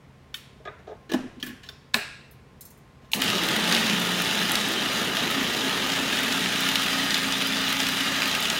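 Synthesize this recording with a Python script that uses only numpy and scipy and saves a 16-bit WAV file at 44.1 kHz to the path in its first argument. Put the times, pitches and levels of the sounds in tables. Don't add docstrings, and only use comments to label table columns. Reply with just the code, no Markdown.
import sys
import numpy as np
from scipy import signal
from scipy.fft import rfft, irfft
from scipy.io import wavfile
from scipy.ndimage import uniform_filter1d

SR = 44100
rng = np.random.default_rng(int(sys.argv[2]) if len(sys.argv) > 2 else 0)


def amplitude_ratio(level_db):
    exponent = np.asarray(level_db, float) / 20
    return 10 ** exponent


def unload_wav(signal):
    wavfile.write(
        sys.argv[1],
        SR,
        np.round(np.clip(np.atleast_2d(signal).T, -1, 1) * 32767).astype(np.int16),
    )


N = 378819


def evened(x):
    return x / np.sqrt(np.mean(x ** 2) + 1e-20)


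def read(points, hz):
    f, value = np.transpose(points)
    return np.interp(np.log(hz + 1), np.log(f + 1), value)


def curves(rows, fade_s=0.0068):
    s, *columns = np.transpose(rows)
    t = np.arange(N) / SR
    return np.clip((t - s[0]) / fade_s, 0, 1), [np.interp(t, s, c) for c in columns]


def add(mix, s, sound):
    part = mix[round(s * SR):][:len(sound)]
    part += sound[:len(part)]


def coloured(x, gain_db):
    log_gain = np.log(amplitude_ratio(np.maximum(np.r_[gain_db, gain_db[-2:0:-1]], -100)))
    taps = np.fft.ifft(np.exp(np.conj(signal.hilbert(log_gain)))).real
    return signal.oaconvolve(x, taps[:2048])[:len(x)]


def slow(rate_hz):
    points = 2 ** 14
    hz = np.fft.rfftfreq(points, 1 / 1000)
    coarse = evened(irfft(rfft(rng.standard_normal(points)) / (1 + (hz / rate_hz) ** 4)))
    return np.interp(np.arange(N) * 1000 / SR, np.arange(points), coarse)


def patchy(x, db, bins=3, frames=9):
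    z = signal.stft(x, nperseg=1024, noverlap=768)[2]
    field = uniform_filter1d(rng.standard_normal(z.shape), bins, 0)
    field = uniform_filter1d(field, frames, 1)
    return signal.istft(z * amplitude_ratio(db * evened(field)), nperseg=1024, noverlap=768)[1][:N]


def contact(rub_s, rise_s):
    t = np.arange(SR // 4) / SR
    return rng.standard_normal(len(t)) * (1 - np.exp(-t / rise_s)) * np.exp(-t / rub_s)


def touch_evened(x):
    return x / np.sqrt(np.mean(x[:441] ** 2))


def ring(modes, rub_s, rise_s, rough=1, spread=0.006, scatter_db=0.5):
    t = np.arange(SR // 4) / SR
    hz, db, t60_s = np.transpose(modes)[:, :, None]
    luck = rng.standard_normal((3, len(modes), 1))
    fade = amplitude_ratio(-60 * t / t60_s) * (1 - np.exp(-t * hz / 3))
    wave = np.sin(2 * np.pi * (hz * (1 + spread * luck[1]) * t + .1 * luck[2]))
    gritty = signal.fftconvolve(fade * wave, contact(rub_s, rise_s)[None], axes=1)[:, :len(t)]
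    push = (1 - np.exp(-t / rise_s)) * np.exp(-t / rub_s)
    clean = wave * signal.fftconvolve(fade, push[None], axes=1)[:, :len(t)]
    driven = rough * gritty / np.linalg.norm(gritty, axis=1, keepdims=True)
    driven = driven + (1 - rough) * clean / np.linalg.norm(clean, axis=1, keepdims=True)
    return touch_evened((amplitude_ratio(db + scatter_db * luck[0]) * driven).sum(0))


def crack(lo_hz, rub_s, rise_s):
    highpass = signal.butter(6, lo_hz, "high", fs=SR, output="sos")
    return touch_evened(signal.sosfilt(highpass, contact(rub_s, rise_s)))


# frequency in Hz, level in dB per Hz.
RUMBLE = [(15, -27), (25, -42), (48, -2), (82, -1.5), (175, -5.5), (200, -3.5), (223, -5), (309, -13),
          (451, -10), (545, -15.5), (591, -16), (1070, -18.5), (1330, -20.5), (2050, -22), (16000, -48)]
# frequency in Hz, level in dB.
FRIDGE_TONES = [(59.2, -84), (134.6, -58)]


def air():
    rumble_db, fan_hz, fan_db = -53, 1055, -67
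    t = np.arange(N) / SR
    noise = rng.standard_normal(N) * amplitude_ratio(0.17 * slow(32))
    rumble = evened(coloured(noise, read(RUMBLE, np.linspace(0, SR / 2, 2049))))
    fridge = sum(amplitude_ratio(db + 0.5 + 2.0 * slow(3)) * np.sin(2 * np.pi * hz * t) for hz, db in FRIDGE_TONES)
    fan = amplitude_ratio(fan_db + 2.6 * slow(8.8)) * np.sin(2 * np.pi * fan_hz * t)
    return amplitude_ratio(rumble_db) * rumble + fridge + fan


# start in seconds, peak in dB, lower ring in dB.
BANGLE_TICKS = [
    (1.463, -30, -52),
    (2.3104, -40.5, -67),
    (2.608, -30, -47),
    (2.6514, -32, -52),
    (2.7028, -40, -58),
    (2.7736, -49, -72),
]
# frequency in Hz, level in dB, t60 in seconds.
BANGLE_MODES = [(4300, -5, .003), (5350, -3, .004), (6300, -1, .004), (7200, 0, .005), (8600, -1, .004)]


def bangles():
    out = np.zeros(N)
    for s, peak_db, low_db in BANGLE_TICKS:
        add(out, s, amplitude_ratio(peak_db - 11.0) * crack(10200, 0.014, 0.00068))
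        add(out, s, amplitude_ratio(low_db - 2.0) * ring(BANGLE_MODES, 0.0224, .0006))
    return out


# frequency in Hz, level in dB, t60 in seconds.
RIM_MODES = [(2600, -20, 0.0038), (3100, -3, 0.035), (3600, 8, 0.0013), (4400, -12.5, 0.0041),
             (5060, -4.5, 0.02), (5580, -3.5, 0.0172), (6200, -1, 0.0017)]
# frequency in Hz, level in dB, t60 in seconds.
THUD_MODES = [(218, -5, 0.054), (253.3, 1, 0.07), (283, -6, 0.072), (347, -9.5, 0.0373)]
# frequency in Hz, level in dB, t60 in seconds.
BODY_LOOSE_MODES = [(420, 10.5, 0.035), (620, 7, 0.037), (667, 7.5, 0.035), (830, -4, 0.064)]
# frequency in Hz, level in dB, t60 in seconds.
BODY_SEATED_MODES = [(406, 0.5, 0.09), (650, 3, 0.025), (718, -6, 0.12), (814, -0.5, 0.033),
                     (1117, -2, 0.0091)]
# frequency in Hz, level in dB, t60 in seconds.
LATCH_LOOSE_MODES = [(1242, 0, .06), (1670, -2.5, 0.022), (2000, -10, .03), (2390, -12, .03),
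                     (3420, -14, 0.036), (3720, -15, 0.034)]
# frequency in Hz, level in dB, t60 in seconds.
LATCH_SEATED_MODES = [(1100, -8.5, .12), (1500, -8, 0.029), (1716, -3, 0.056), (1730, -0.5, 0.023),
                      (1880, -13.5, .03), (2440, -6.5, .04), (2900, -4, .02), (3300, -12, .02)]


def lid(events, rub_s, rise_s, trim_db):
    seated_s, tilted_s, tilted_ratio = 1, 1.13, 1.3
    rim_trim, latch_trim, fizz_trim, thud_trim, body_trim = trim_db
    out = np.zeros(N)
    for s, rim_db, thud_db, body_db, latch_db in events:
        loose = s < seated_s
        fizz_db = rim_db - 12.5 - 28 * loose
        latch = LATCH_LOOSE_MODES if loose else LATCH_SEATED_MODES
        body = BODY_LOOSE_MODES if loose else BODY_SEATED_MODES
        thud = np.multiply(THUD_MODES, (tilted_ratio if s < tilted_s else 1, 1, 1))
        add(out, s, amplitude_ratio(rim_db + rim_trim) * ring(RIM_MODES, rub_s, rise_s))
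        add(out, s, amplitude_ratio(latch_db + latch_trim) * ring(latch, rub_s, rise_s, 0.93))
        add(out, s, amplitude_ratio(fizz_db + fizz_trim) * crack(5900, 1.4 * rub_s, rise_s))
        add(out, s, amplitude_ratio(thud_db + thud_trim) * ring(thud, 0.23 * rub_s, rise_s, 0.1))
        add(out, s, amplitude_ratio(body_db + body_trim) * ring(body, rub_s, rise_s))
    return out


# start in seconds, rim tick peak, bowl thud, lid body, latch clack in dB.
LID_KNOCKS = [
    (0.6516, -36, -63, -40, -32),
    (0.6717, -45, -38, -35.5, -27.5),
    (1.1165, -19.5, -10, -35, -26),
    (1.1351, -17, -12, -31, -21.5),
    (1.139, -40, -1, -31.5, -40),
    (1.4274, -25, -16.5, -54, -37),
    (1.6884, -29, -45, -51.5, -38),
]
# start in seconds, rim tick peak, bowl thud, lid body, latch clack in dB.
LID_SCUFFS = [(0.593, -61, -62, -57, -61), (0.6983, -58, -60, -46, -51), (0.787, -53, -70, -55, -58),
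              (0.8694, -46, -48, -38.5, -40), (0.889, -48, -53, -37, -45), (0.908, -55, -57, -37, -40.5),
              (1.0925, -33, -23, -48, -26), (1.1826, -54, -16.5, -50, -51), (1.233, -62, -19.5, -79, -63),
              (1.3976, -33, -37, -79, -57), (1.4623, -34, -25, -59.5, -25.5), (1.489, -43, -31, -60, -31),
              (1.512, -54, -33, -65, -51), (1.631, -34.5, -58, -70, -34), (1.36, -70, -34, -72, -70),
              (1.661, -37, -46, -61, -48), (1.7194, -56.5, -53, -66, -62), (1.9365, -23, -46, -55, -17),
              (1.944, -50.5, -42, -32, -50), (3.016, -53, -60, -64, -55), (3.0428, -50, -56, -61, -48),
              (3.053, -54, -60, -68, -53), (3.088, -55, -60, -64, -56)]


def knocks():
    sharp = lid(LID_KNOCKS, 0.008, 0.00041, (-16.5, -10.0, -12.5, -20.0, -2.5))
    soft = lid(LID_SCUFFS, 0.019, 0.0016, (-15.0, -16.5, -15.5, -19.0, -4.5))
    return sharp + soft


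# start in seconds, peak in dB, fine fizz in dB.
SNAP_EVENTS = [
    (0.3416, -22, -37.5),
    (1.4268, -20, -39.5),
    (1.6876, -28.5, -57),
    (1.9419, -7, -27.5),
    (3.1161, -32, -34.5),
    (3.1333, -9.5, -24),
]
# frequency in Hz, level in dB, t60 in seconds.
PUSHER_MODES = [(1150, -20, 0.034), (1480, -11, 0.023), (1800, -10, 0.11), (2300, -6.5, 0.027),
                (2600, -7, 0.1), (3080, -2, 0.06), (3350, -3, .03), (3670, -2, 0.044), (4380, -7.5, 0.022),
                (5500, -12, .01), (6400, -22, .01)]
# frequency in Hz, level in dB, t60 in seconds.
PING_MODES = [(1230, -8, .04), (1730, 0, .07), (1960, -8, .05), (2440, -2, .09), (3160, 7, 0.011),
              (3240, 4, 0.03), (4460, -2, .012), (5100, -11, .012), (5700, -12, .01)]
# frequency in Hz, level in dB, t60 in seconds.
TICK_MODES = [(1510, 0, .02), (2500, -12, .03), (3260, -5, .04), (3600, 5, .04), (4260, -4, .02),
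              (4560, 1, .03), (5300, 4, .03), (5620, -3, .02), (6740, -13, .02)]
# frequency in Hz, level in dB, t60 in seconds.
LOCK_MODES = [(710, -15, .02), (1040, -3, 0.022), (1450, -4.5, 0.014), (1655, -6, 0.57), (1718, 3, 0.025),
              (1950, -2, 0.027), (2300, 1, 0.021), (2600, 1, 0.039), (2920, -7, 0.02), (3220, -9, 0.014),
              (3770, 2, 0.014), (4120, 1, 0.0087), (5100, -0.5, 0.0057), (5970, -9, .006),
              (7040, -14, 0.003), (8000, -6, .003)]
# frequency in Hz, level in dB, t60 in seconds.
SWITCH_MODES = [(886, -2, 0.016), (2280, 2, 0.018), (2440, 6.5, 0.015), (2800, 11, 0.0066),
                (3050, 3, 0.011), (3350, 1, .012), (3700, 7, .015), (4100, 7, 0.022), (4570, -3, 0.016),
                (5580, -5, .008), (6530, -4, .008)]
# (Hz, dB, t60 in seconds).
LOCK_SEAT = (1.942, -37, [(120, -9, 0.025), (194, -1.5, .05), (227, 7, 0.088), (500, -12, .05)])


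def snaps():
    out = np.zeros(N)
    parts = (PUSHER_MODES, PING_MODES, TICK_MODES, LOCK_MODES, SWITCH_MODES, SWITCH_MODES)
    for (s, peak_db, fizz_db), modes in zip(SNAP_EVENTS, parts):
        add(out, s, amplitude_ratio(peak_db - 8.5) * ring(modes, 0.00036, 0.00035, 0.3))
        add(out, s, amplitude_ratio(fizz_db - 4.0) * crack(3400, 0.027, 0.00049))
    seat_s, seat_db, seat_modes = LOCK_SEAT
    add(out, seat_s, amplitude_ratio(seat_db) * ring(seat_modes, 0.0036, 0.002, 0.1))
    return out


# time in seconds, turns per second.
SHAFT_SPEED = [(3.15, 28.8), (3.4, 29.6), (4.5, 29.75), (5.5, 29.85), (8.59, 29.87)]


def shaft_angle():
    return 2 * np.pi * np.cumsum(curves(SHAFT_SPEED)[1][0]) / SR


# time in seconds, churning violence in dB, coarseness 1 whole peas - 0 paste.
FOOD_STATE = [(3.14, 4, .1), (3.15, -9, 0.29), (3.18, -14, 0.69), (3.23, -0.5, 0.43), (3.35, 0, 1),
              (3.62, 1, 1), (3.74, 3.5, 1), (3.82, 2, 1), (3.96, 0, 0.8), (4.4, 0.5, 0.65), (4.7, 0, 0.77),
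              (5.1, -1, 0.91), (5.6, -0.5, 0.87), (6.3, 0.5, 0.65), (6.8, 1, 0.22), (7.3, 0, 0.18),
              (7.9, 0.5, 0.2), (8.59, 0, 0.33)]
# start in seconds, peak in dB, wall ring in Hz, treble in dB.
HARD_LUMPS = [(3.201, -19.5, 3000, -42), (3.2193, -8.5, 3050, -19), (3.3008, -13.5, 2900, -22),
              (3.4351, -17, 3140, -20), (3.4862, -16, 3310, -20), (3.724, -9.5, 3860, -35),
              (3.897, -11, 2980, -31), (3.932, -20, 3050, -28), (4.22, -17, 3040, -34),
              (4.3903, -17, 3050, -42.5), (4.4944, -14.5, 2900, -22), (4.554, -12, 3840, -16),
              (5.1685, -14, 2700, -41), (5.312, -16.5, 2970, -25), (5.919, -15, 3080, -39),
              (6.3247, -14, 3050, -24), (6.558, -16.5, 2940, -45), (6.6878, -14.5, 2820, -22),
              (6.7554, -8.5, 2910, -29), (7.1055, -13, 3600, -32), (7.1424, -9, 3560, -22),
              (7.8013, -15, 3020, -40), (7.831, -16.5, 3100, -30), (7.8667, -15, 3380, -25),
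              (8.2193, -11.5, 2300, -26), (8.2566, -14, 2500, -22), (8.3132, -16, 3350, -30),
              (8.349, -14, 2740, -22), (8.4252, -17, 3800, -30), (8.5006, -11, 3050, -32)]


def food():
    burst_from_db, burst_share, burst_s = -16, .6, .01
    on, (violence_db, coarse) = curves(FOOD_STATE)
    blows = np.zeros(N)
    for s, peak_db, *_ in HARD_LUMPS:
        blows[round(s * SR)] = burst_share * max(peak_db - burst_from_db, 0)
    bursts_db = signal.lfilter([1], [1, -np.exp(-1 / (burst_s * SR))], blows)
    return on, violence_db + bursts_db, np.clip(coarse, 0, 1)


def surges(rows):
    out = np.zeros(N)
    for s, length_s, db in rows:
        add(out, s - length_s / 2, amplitude_ratio(db) * np.hanning(round(length_s * SR)))
    return out


# multiple of shaft speed, level in paste in dB, level in whole peas in dB.
LOADED_ORDERS = [(6, -45.5, -48), (7, -44.5, -46), (9, -36, -72), (7.5, -68, -61), (11, -67, -57)]
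# centre in seconds, length in seconds, level in dB.
ORDER_SURGES = [
    [(3.46, 0.49, -41), (3.82, .2, -46), (3.69, 0.15, -35), (3.97, 0.26, -36), (4.15, 0.44, -37),
     (4.42, 0.25, -41), (6.44, 0.17, -42), (7.1, 0.7, -52)],
    [(3.32, 0.2, -39), (3.58, 0.21, -33.5), (3.92, 0.17, -33), (4.4, 0.28, -48), (4.68, .15, -50),
     (6.53, 0.15, -44), (7.06, 0.7, -51)],
    [(3.22, 0.22, -40), (3.69, 0.11, -42), (3.96, 0.076, -38), (4.17, 0.27, -65), (4.4, 0.19, -50),
     (4.68, .16, -38.5), (4.88, 0.24, -38.5), (5.39, 0.11, -29), (5.66, 0.15, -33.5), (5.95, 0.69, -35.5),
     (6.3, 0.41, -37.5), (6.62, 0.77, -40.5), (7.0, 0.23, -39.5), (7.29, 0.12, -39), (7.6, 0.74, -43),
     (8.05, 0.97, -46)],
    [(3.56, .14, -44), (3.8, 0.37, -33.5), (4.02, .12, -40)],
    [(3.4, 0.12, -41), (4.53, 0.12, -41), (4.75, 0.3, -42)],
]
# multiple of shaft speed, level in dB.
STEADY_ORDERS = [(2, -59.5), (5, -51.5), (8, -72), (13, -63), (15, -57.5), (41, -47.5), (60, -49)]
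# time in seconds, level in dB.
WHINE_LEVEL = [(3.15, -58), (6.3, -56), (6.8, -48), (8.59, -47)]


def motor():
    on_s, whine_hz = 3.15, 4870
    hum_hz, hum_db = 120, -51.5
    t = np.arange(N) / SR
    coarse = food()[2]
    on = np.clip((t - on_s) / 0.011, 0, 1)
    angle = shaft_angle()
    orders = [(k, amplitude_ratio(db)) for k, db in STEADY_ORDERS]
    for (k, paste_db, peas_db), rows in zip(LOADED_ORDERS, ORDER_SURGES):
        orders.append((k, amplitude_ratio(paste_db + (peas_db - paste_db) * coarse) + surges(rows)))
    shaft = np.zeros(N)
    for k, gain in orders:
        phase = round(2 * k) / 2 * angle + 0.099 * k * slow(4.5)
        shaft += gain * amplitude_ratio(2.6 * slow(37)) * np.cos(phase)
    hum = amplitude_ratio(hum_db + 0.5 * slow(9)) * np.cos(2 * np.pi * hum_hz * t)
    whine_gain = amplitude_ratio(curves(WHINE_LEVEL)[1][0] + 3 * slow(30) + 3 * slow(5))
    whine = whine_gain * np.cos(2 * np.pi * whine_hz * t + 2.4 * slow(50))
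    return on * np.sqrt(2) * (shaft + hum + whine)


# frequency in Hz, level in dB per Hz.
CLATTER_TONE = [(350, -30), (600, -5), (880, -7.5), (969, -10), (1220, -2), (1870, -2.5), (2390, -2),
                (2930, 1), (3970, -1), (4360, -7.5), (6950, -10.5), (8080, -16.5), (9500, -14),
                (11500, -20.5), (14200, -18.5), (15800, -24)]
# frequency in Hz, width in Hz, level in dB.
WALL_RINGS = [(870, 56, 7), (1254, 12, 10), (1430, 60, 2.5), (1646, 55, 4.5), (1775, 60, 4.5),
              (1917, 66, 5.5), (2900, 120, 2), (3020, 77, 0.5), (3540, 84, 1), (4740, 20, 9.5)]
# frequency in Hz, level in dB per Hz.
SLOSH_TONE = [(30, -38), (100, -17.5), (165, -5), (235, 3), (300, -2.5), (400, -0.5), (520, -6.5),
              (850, -8.5), (1000, -8), (1300, -18), (2500, -56.5)]
BLADE_CHOP = [(9, .08), (10, .07), (6, .06)]


def churn():
    clatter_db, treble_db, treble_share = -27, -38, 0.95
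    slosh_paste_db, slosh_peas_db = -41.5, -32
    impacts_per_s = 6000
    on, violence_db, coarse = food()
    hz = np.linspace(0, SR / 2, 2049)
    wall_db = read(CLATTER_TONE, hz)
    wall_db = wall_db + sum(db / (1 + (2 * (hz - f) / width) ** 2) for f, width, db in WALL_RINGS)
    split = 1 / (1 + (hz / 7000) ** 8)

    size = amplitude_ratio(3.0 * np.minimum(rng.exponential(1, N), 3.2)) * rng.choice([-1, 1], N)
    hail = evened(size * (rng.random(N) < impacts_per_s / SR))
    hail = hail * amplitude_ratio(1.13 * slow(63) + 1.5 * slow(170)) + 0.89 * rng.standard_normal(N)
    angle = shaft_angle()
    hail = hail * (1 + sum(depth * np.cos(k * angle) for k, depth in BLADE_CHOP))

    body = evened(patchy(coloured(hail, wall_db + 10 * np.log10(split)), 2))
    treble = coloured(hail * amplitude_ratio(0.77 * slow(90)), wall_db + 10 * np.log10(1 - split + 1e-9))
    treble = evened(patchy(treble, 0.9, bins=30, frames=30))
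    slosh = evened(coloured(rng.standard_normal(N) * amplitude_ratio(0.82 * slow(23)), read(SLOSH_TONE, hz)))

    out = amplitude_ratio(clatter_db + violence_db) * body
    out += amplitude_ratio(treble_db + treble_share * violence_db) * treble
    out += amplitude_ratio(slosh_paste_db + (slosh_peas_db - slosh_paste_db) * coarse) * slosh
    return on * out


# start in seconds, peak in dB, wall ring in Hz, treble in dB.
BRIGHT_LUMPS = [
    (7.323, -17, 4970, -32),
    (7.8008, -17, 5020, -34),
    (8.4997, -15.5, 5580, -34),
]
# start in seconds, peak in dB, wall ring in Hz, treble in dB.
LESSER_LUMPS = [(3.236, -16, 2800, -40), (3.2445, -21, 3600, -40), (3.381, -17, 3000, -35),
                (3.598, -20, 2950, -35), (3.748, -9, 3260, -26), (3.765, -13, 2940, -35),
                (3.787, -15, 2600, -32), (3.799, -23, 2600, -35), (4.3107, -17, 2950, -34),
                (5.257, -23, 3020, -38), (5.608, -21, 3060, -38), (6.0609, -26, 2930, -40),
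                (6.1697, -19, 3600, -36), (7.167, -15, 2600, -35), (7.546, -17, 3000, -38),
                (7.6163, -17, 3000, -38), (7.6803, -18, 3000, -38), (7.7676, -19, 2980, -38),
                (5.5475, -17, 2800, -36), (5.5889, -21, 2900, -36), (5.7186, -31, 3070, -36),
                (5.9002, -17, 3280, -34), (6.2324, -19, 2300, -34), (6.439, -17, 2880, -33),
                (6.4582, -16, 2300, -36), (6.82, -18, 3300, -32), (7.4212, -17, 2200, -36),
                (7.7265, -18, 2930, -36), (7.971, -18, 2970, -34), (8.0082, -18, 3020, -32),
                (3.279, -16, 3250, -30), (3.352, -18, 3600, -25)]
# ratio to its ring, level in dB, t60 in seconds.
LUMP_MODES = [(.62, -9, .004), (.8, -2, .006), (1, 3, 0.009), (1.17, 1, .006), (1.36, -3, 0.005),
              (1.6, -6, 0.004), (1.9, -9, .004)]
# start in seconds, peak in dB.
SPLINTERS = [(3.2164, -14), (3.2412, -17), (3.293, -24), (3.468, -19), (3.564, -17), (4.0, -18),
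             (4.22, -12), (4.518, -7.5), (4.5537, -26), (4.686, -18), (4.7209, -20), (5.1688, -19),
             (5.307, -17), (6.1336, -28), (6.2055, -20), (6.2327, -18), (6.606, -14), (6.754, -19),
             (6.8191, -19), (7.0386, -27), (7.142, -19), (7.1803, -17), (7.472, -17), (7.6881, -19),
             (7.727, -14), (7.8315, -26.5), (7.8865, -14), (8.2778, -15), (8.406, -18), (8.4334, -20),
             (8.5008, -21)]
# (Hz, dB, t60 in seconds).
BASE_JOLT = (3.262, -47, [(108, -2, 0.1), (130, -1, 0.09), (165, 0, .09)])


def lumps():
    out = np.zeros(N)
    for s, peak_db, ring_hz, treble_db in HARD_LUMPS + BRIGHT_LUMPS + LESSER_LUMPS:
        hit = ring(np.multiply(LUMP_MODES, (ring_hz, 1, 1)), .001, .0003, .3)
        add(out, s, amplitude_ratio(peak_db) * hit / abs(hit).max())
        lowpass = signal.butter(2, 1.67 * ring_hz, fs=SR)
        snap = signal.lfilter(*lowpass, crack(1700, 0.0023, 0.0002))
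        add(out, s, amplitude_ratio(peak_db - 5.0) * snap / abs(snap).max())
        add(out, s, amplitude_ratio(treble_db - 15.5) * crack(5300, 0.0024, 0.00048))
    for s, peak_db in SPLINTERS:
        add(out, s, amplitude_ratio(peak_db - 18.5) * crack(7400, 0.0011, 0.00024))
    jolt_s, jolt_db, jolt_modes = BASE_JOLT
    add(out, jolt_s, amplitude_ratio(jolt_db) * ring(jolt_modes, 0.0069, 0.0026, 0.1))
    return out


# frequency in Hz, t60 in seconds.
KITCHEN_T60 = [(200, 0.81), (1000, 0.54), (2500, 0.7), (5000, 0.68), (10000, 0.55), (16000, 0.12)]


def echoes():
    taps = np.zeros(SR)
    at = np.arange(200, SR - 20, 20)
    taps[at + rng.integers(0, 20, len(at))] = rng.choice([-1., 1.], len(at))
    hz, t, z = signal.stft(taps, SR, nperseg=256)
    decay = amplitude_ratio(-60 * t / read(KITCHEN_T60, hz)[:, None])
    tail = signal.istft(z * decay, SR, nperseg=256)[1]
    return tail / np.linalg.norm(tail)


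def kitchen(x, paths=7, turn_s=.008):
    place = np.arange(N) / SR / turn_s * paths
    out = np.zeros(N)
    for k in range(paths):
        distance = abs((place - k + paths / 2) % paths - paths / 2)
        share = np.cos(np.pi / 2 * np.minimum(distance, 1))
        out += signal.fftconvolve(x * share, echoes())[:N]
    return out


# frequency in Hz, level in dB.
WALL_TONE = [(200, -13), (500, -2), (1000, 0.5), (1700, 1.5), (2500, 4.5), (3300, -5), (4300, -0.5),
             (8000, 2), (16000, -1)]


def scene():
    hands = knocks() + snaps() + bangles()
    hard = lumps()
    thrown = amplitude_ratio(-11.0) * hands + amplitude_ratio(-7.5) * hard
    thrown = coloured(thrown, read(WALL_TONE, np.linspace(0, SR / 2, 2049)))
    return (hands + hard + kitchen(thrown) + motor() + churn() + air())[None]


def top_cut(x):
    return signal.sosfilt(signal.butter(12, 16500, fs=SR, output="sos"), x)


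# frequency in Hz, gain.
BAND_LIMIT = [(0, 1), (15860, 1), (15910, .03), (16290, .02), (16330, 0), (SR / 2, 0)]


def record(dry):
    soft = .7 * np.tanh(dry / .7)
    limit = signal.firwin2(2001, *np.transpose(BAND_LIMIT), fs=SR, window=("kaiser", 6))
    mix = signal.oaconvolve(soft, limit[None], "same")
    return top_cut(mix)


dry = scene()
out = record(dry)
unload_wav(out)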